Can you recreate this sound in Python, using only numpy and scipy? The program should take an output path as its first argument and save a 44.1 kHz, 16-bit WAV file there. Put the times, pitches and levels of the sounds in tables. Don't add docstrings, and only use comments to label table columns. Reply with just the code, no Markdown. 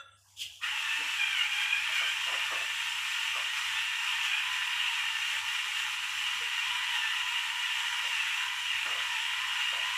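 import sys
import numpy as np
from scipy import signal
from scipy.fft import rfft, irfft, next_fast_len
from scipy.io import wavfile
from scipy.ndimage import uniform_filter1d, map_coordinates

SR = 44100
rng = np.random.default_rng(int(sys.argv[2]) if len(sys.argv) > 2 else 0)


def gain_from_decibels(decibels):
    exponent = np.asarray(decibels, float) / 20
    return 10 ** exponent


def wav_record(signal):
    frames = np.transpose(np.atleast_2d(signal))
    bounded = np.clip(frames, -1, 1)
    quanta = np.round(bounded * 32767).astype(np.int16)
    wavfile.write(sys.argv[1], SR, quanta)


N = 439677


def mill():
    # (multiple of the tooth rate [1], level [dB], blur [Hz])
    tooth_overtones = [(2, -2.5, 130), (3, .5, 150), (4, -1.5, 170)]
    # (frequency [Hz], width [Hz], level [dB])
    shell_modes = [(965, 110, 4), (1776, 20, 7), (1835, 50, 6), (1975, 90, 6), (2135, 27, 5), (2180, 30, 3),
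                   (2270, 60, 3), (2396, 22, 9), (2470, 60, 7), (2649, 16, 10), (2736, 22, 6),
                   (2785, 20, 11), (2835, 35, 10), (2960, 40, 8), (3093, 27, 5), (3227, 43, 4)]
    # (frequency [Hz], spectrum level [dB per Hz])
    grind_colour = [(700, -51), (790, -20), (850, -8), (1000, -13.5), (1080, -9.5), (1400, -3.5),
                    (1700, -5.5), (2080, -6), (2350, -3.5), (2800, -3.5), (3300, -3), (3900, -11),
                    (4600, -20), (7000, -67)]
    # (frequency [Hz], spectrum level [dB per Hz])
    hiss_colour = [(2240, -30.5), (3800, -6), (4560, -9), (5910, -4), (6600, -7), (7600, -5), (8550, -12),
                   (11600, -16), (13500, -22), (14900, -20.5), (15500, -21)]
    teeth_per_turn = 15

    def shell(hz):
        return np.hypot(1, peaks(shell_modes, hz))

    def whine_path(hz):
        noise_filter_edge = np.hypot(1, (810 / (hz + 1)) ** 22)
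        return shell(hz) ** 0.8 / np.hypot(1, (hz / 3500) ** 9) / noise_filter_edge

    tooth_hz, whine_db, strain_db, grind_db, hiss_db, on = motor()
    shaft_hz = tooth_hz / teeth_per_turn
    throb = np.cos(2 * np.pi * np.cumsum(shaft_hz) / SR)
    load = wobble(6)

    overtones = sum(gain_from_decibels(db) * blurred(k * tooth_hz, blur_hz, steady=0.4)
                    for k, db, blur_hz in tooth_overtones)
    fundamental = blurred(tooth_hz, blur_hz=40.2, steady=0.85)
    sideband = gain_from_decibels(-2.5) * blurred(tooth_hz + shaft_hz, blur_hz=30, steady=1.25)
    whine = fundamental + sideband + gain_from_decibels(strain_db) * (1 + 0.39 * throb) * overtones
    whine = filtered(gain_from_decibels(whine_db - 9.0) * whine, whine_path)

    grinding = unit(filtered(grit(grind_colour, patchy_db=0.84, crackle_db=2.0), shell))
    grind = gain_from_decibels(grind_db - 2.0 + 0.51 * load + 0.62 * throb) * grinding
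    hiss_gain = gain_from_decibels(hiss_db + 0.48 * load + 0.12 * wobble(8))
    hiss = hiss_gain * grit(hiss_colour, patchy_db=0.82, crackle_db=0.5)
    return on * (whine + grind + hiss)


def motor():
    # (time [s], tooth rate between jams [Hz], grip coupling the gears to the shell [dB])
    running = [(.635, 900, -4), (.75, 935, -1), (1.12, 900, -0.5), (1.22, 800.3, -1), (1.76, 802.5, 2),
               (1.86, 916.6, -2), (2.22, 950, -1), (2.6, 889.6, -2), (2.95, 940.3, -4.5), (3.8, 925, -1),
               (4.15, 942.4, 3.5), (4.85, 954, 3), (5.45, 923, -2), (6.0, 973.7, -3.5), (6.75, 972, 4.5),
               (7.7, 962.4, 2.5), (8.55, 964.5, 0.5), (9.97, 971, 4.5)]
    # (time of lowest speed [s], sag [Hz], half length [s])
    jams = [(.93, 49.77, .08), (1.415, 90.54, 0.075), (1.99, 69.98, 0.071), (2.08, 175, .13),
            (2.47, 30, .07), (3.06, 60.05, .08), (3.33, 50.06, .1), (3.77, 55.36, .1), (3.95, 24.91, .07),
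            (4.35, 120.1, .14), (5.12, 45.18, .13), (5.34, 34.75, 0.092), (5.82, 40, .11), (6.6, 44.9, .13),
            (7.07, 74.9, .11), (7.25, 35, .09), (7.48, 39.8, .1), (7.8, 34.97, .09), (8.3, 130.1, .17),
            (8.86, 70.14, .1), (9.19, 75.24, .1), (9.72, 45.06, .16)]
    # (time [s], level [dB])
    cracks = [(.66, 1.5), (1.0, 0), (1.24, 0), (1.39, 1), (1.49, -2.5), (1.62, 2.5), (1.965, 4), (2.16, -2),
              (2.38, 0), (3.17, -1), (3.42, 0.5), (3.58, 3), (4.07, 1.5), (4.25, 3), (4.56, 1), (5.31, 1),
              (5.43, -2.5), (5.56, 1), (5.79, 2.5), (6.0, -2), (6.95, 2.5), (7.24, -2.5), (7.8, 1.5),
              (8.15, 0.5), (8.51, -1.5), (9.15, 1), (9.62, 1.5)]
    switch_on_s = running[0][0]

    between_hz, grip_db, on = curves(running, rise=0.025)
    loaded_hz = between_hz - bumps(jams, after=0.4)
    slowed_hz = 950 - loaded_hz
    starting = bumps([(switch_on_s, 1, 0.09)])
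    tooth_hz = loaded_hz * (1 - 0.3 * starting) + 9 * wobble(14)
    crack_db = bumps([(s, db, 0.031) for s, db in cracks])

    whine_db = -49 + grip_db - 0.0283 * slowed_hz + 1.95 * wobble(9)
    overtone_db = -42.5 + 0.71 * grip_db + 0.0508 * slowed_hz + 1.95 * wobble(9)
    strain_db = overtone_db - whine_db + 2 * starting + 0.53 * crack_db

    grind_db = -33.5 + 0.11 * grip_db + crack_db
    warmup_db = bumps([(switch_on_s, -3, 0.17)])
    hiss_db = -46 + 0.87 * crack_db - 0.13 * grip_db + warmup_db
    return tooth_hz, whine_db, strain_db, grind_db, hiss_db, on


def hopper():
    # (time [s], rattle peak level [dB], 60 dB decay time [s])
    slides = [
        (.27, -68, 0.47),
        (.36, -49, 0.44),
        (.385, -43, 0.25),
        (.402, -40, 0.21),
        (.51, -58, 1.4),
    ]
    # (frequency [Hz], spectrum level [dB per Hz])
    rattle_colour = [(1300, -60), (1650, -24), (2000, -33), (2400, -14), (2700, -4), (2900, 1), (3350, 2),
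                     (3800, -12), (4400, -14), (6000, -38)]
    # (frequency [Hz], spectrum level [dB per Hz])
    rustle_colour = [(2470, -28), (4200, -12), (5030, 0), (5490, -3), (5990, -1.5), (7210, -1),
                     (9120, -8.5), (15500, -17)]
    slide = sum(decay(s, db, t60, rise_s=0.019) for s, db, t60 in slides)
    stir = decay(0.16, -67, t60=9, rise_s=0.03)
    rustle = gain_from_decibels(-43.5) * (slide / slide.max()) ** 0.92
    rattle = slide * grit(rattle_colour, patchy_db=1.1, crackle_db=2.8)
    return rattle + (rustle + stir) * grit(rustle_colour, patchy_db=2.0, crackle_db=1.0)


def jar():
    # (frequency [Hz], width [Hz], level [dB])
    jar_modes = [(560, 64, -8.5), (900, 40, -20), (1370, 85, -0.5), (1670, 40, -5), (1930, 35, -9),
                 (2710, 73, -6), (3480, 64, -0.5), (3820, 90, -15), (4790, 60, -26), (6070, 60, -12)]
    t = np.arange(N) / SR
    clink = gain_from_decibels(-41.5 - 60 * t / 0.099)
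    ring = gain_from_decibels(-46 - 60 * t / 0.73)
    hand = 1 + (t / 0.21) ** 8
    fade = (clink + ring) / hand
    return filtered(fade * gain_from_decibels(16.5) * rng.standard_normal(N), lambda hz: peaks(jar_modes, hz) ** 1.5)


def knocks():
    # (time [s], peak level [dB], lowest frequency let through [Hz])
    knock_events = [(.998, -48.5, 230), (2.002, -41, 384), (2.263, -39, 484), (2.313, -37, 290),
                    (2.506, -35, 300), (2.6, -44.5, 329), (3.345, -39.5, 380), (8.03, -46.5, 400.4),
                    (8.85, -42, 190), (8.885, -41.5, 450), (8.932, -41, 378.7), (9.721, -39.5, 491),
                    (9.77, -46, 370)]
    # (time [s], peak level [dB], centre frequency [Hz])
    pitched_events = [(.41, -52, 2100), (0.47, -65, 1680), (.6, -50, 1150), (.78, -56, 660), (0.984, -50, 287),
                      (.99, -55, 467), (1.4, -56, 730), (1.62, -55, 730), (1.89, -51, 640), (2.47, -39, 1148),
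                      (3.27, -60, 663.3), (3.33, -35, 1220), (4.29, -51, 750.5), (4.85, -64, 402),
                      (5.32, -57, 564.4), (5.63, -59, 415), (6.35, -59, 213), (6.4, -50, 474), (7.66, -66, 427),
                      (9.1, -44, 1247)]
    # (frequency [Hz], width [Hz], level [dB])
    bowl_modes = [(300, 50, -11.5), (420, 48, -10), (542, 32, -2), (680, 81, -3), (1220, 130, 2)]
    closing_hz = 520

    def above(hz, edge_hz):
        return 1 / np.hypot(1, (edge_hz / (hz + 1)) ** 8)

    def bowl(hz, low_hz):
        return peaks(bowl_modes, hz) * above(hz, low_hz)

    strikes = []  # (time [s], level [dB], 60 dB decay time [s], response)
    for s, db, low_hz in knock_events:
        strikes.append((s, db, 0.39, lambda hz, low=low_hz: bowl(hz, low) * above(hz, closing_hz)))
        strikes.append((s, db - 11, 0.29, lambda hz, low=low_hz: bowl(hz, low) * above(closing_hz, hz)))
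    for s, db, tap_hz in pitched_events:
        strikes.append((s, db, 0.26, lambda hz, c=tap_hz: peaks([(c, 0.19 * c, 0)], hz) ** 3))

    out = np.zeros(N + SR)
    t = np.arange(SR // 2) / SR
    swell = np.clip(t / 0.022, 0, 1)
    for s, db, t60, response in strikes:
        thud = unit(filtered(rng.standard_normal(len(t)), response))
        out[round(s * SR):][:len(t)] += gain_from_decibels(db - 60 * t / t60) * swell * thud
    return out[:N]


def kitchen():
    # (frequency [Hz], spectrum level [dB per Hz])
    floor_colour = [(12, -69), (20, -47), (65, -9.5), (91, -10), (109, -7.5), (129, -14.5), (199, -15),
                    (370, -35), (412, -16.5), (466, -38), (552, -21.5), (718, -11.5), (800, -22.5),
                    (1040, -40), (1760, -120)]
    # (frequency [Hz], spectrum level [dB per Hz])
    air_colour = [(700, -120), (800, 1), (3500, -2), (4200, -17), (6500, -12), (8000, 0.5), (15600, -22)]
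    hum = gain_from_decibels(-71) * blurred(np.full(N, 97), blur_hz=9, steady=3.5) / 3.5
    fan = gain_from_decibels(-80.5) * blurred(np.full(N, 76), blur_hz=12, steady=0.77)
    rumble = gain_from_decibels(-76.0) * grit(floor_colour, patchy_db=4.0, crackle_db=-3.5)
    air = gain_from_decibels(-70.5) * grit(air_colour, patchy_db=8.5, crackle_db=0.5)
    return hum + fan + rumble + air


def walls(x):
    # (frequency [Hz], 60 dB decay time [s])
    wall_t60 = [(300, 0.12), (2500, 0.58), (10000, 0.11)]
    hz, t, z = signal.stft(rng.standard_normal(SR // 2), SR, nperseg=256)
    fade = gain_from_decibels(-60 * t / along(wall_t60, hz)[:, None])
    tail = signal.istft(z * fade, SR, nperseg=256)[1]
    return signal.fftconvolve(x, tail / np.linalg.norm(tail))[:N]


def blurred(hz, blur_hz, steady):
    turn = 2 * np.pi * np.cumsum(hz) / SR
    return (steady + wobble(blur_hz)) * np.sin(turn) + wobble(blur_hz) * np.cos(turn)


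def grit(spectrum, patchy_db, crackle_db):
    spiky = rng.standard_normal(N) * gain_from_decibels(crackle_db * wobble(900))
    z = signal.stft(spiky, nperseg=512)[2]
    field = uniform_filter1d(rng.standard_normal(z.shape), 5, 0)
    field = uniform_filter1d(field, 12, 1)
    x = signal.istft(z * gain_from_decibels(patchy_db * unit(field)), nperseg=512)[1][:N]
    return unit(filtered(x, lambda hz: gain_from_decibels(along(spectrum, hz))))


def peaks(modes, hz):
    return np.sqrt(sum(gain_from_decibels(2 * db) / (1 + (2 * (hz - c) / w) ** 2) for c, w, db in modes))


def filtered(x, response):
    m = next_fast_len(len(x) + 8192)
    return irfft(rfft(x, m) * response(np.fft.rfftfreq(m, 1 / SR)), m)[:len(x)]


def decay(s, db, t60, rise_s):
    t = np.arange(N) / SR - s
    return np.clip(t / rise_s, 0, 1) * gain_from_decibels(db - 60 * np.maximum(t - rise_s, 0) / t60)


def bumps(rows, after=1):
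    t = np.arange(N) / SR
    out = np.zeros(N)
    for s, height, half_s in rows:
        width = np.where(t > s, after * half_s, half_s)
        out += height * np.exp(-((t - s) / width) ** 2)
    return out


def curves(rows, rise):
    s, *cols = np.transpose(rows)
    t = np.arange(N) / SR
    on = np.clip(np.minimum(t - s[0] + rise, s[-1] + 0.05 - t) / rise, 0, 1)
    return [np.interp(t, s, c) for c in cols] + [on]


def wobble(rate):
    knots = rng.standard_normal(int(N * rate / SR) + 4)
    return map_coordinates(knots, [np.arange(N) * rate / SR])


def along(points, hz):
    f, v = np.transpose(points)
    return np.interp(np.log(hz + 1), np.log(f + 1), v)


def unit(x):
    return x / np.sqrt(np.mean(x ** 2) + 1e-20)


def scene():
    near = mill() + hopper()
    mono = near + gain_from_decibels(-8.5) * walls(near) + jar() + knocks() + kitchen()
    return np.array([mono, mono])


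def band_limit(x):
    return signal.sosfilt(signal.butter(12, 15640, fs=SR, output="sos"), x)


def record(dry):
    mono = filtered(dry[0], lambda hz: hz < 15560)
    return band_limit(np.array([mono, mono]))


dry = scene()
out = record(dry)
wav_record(out)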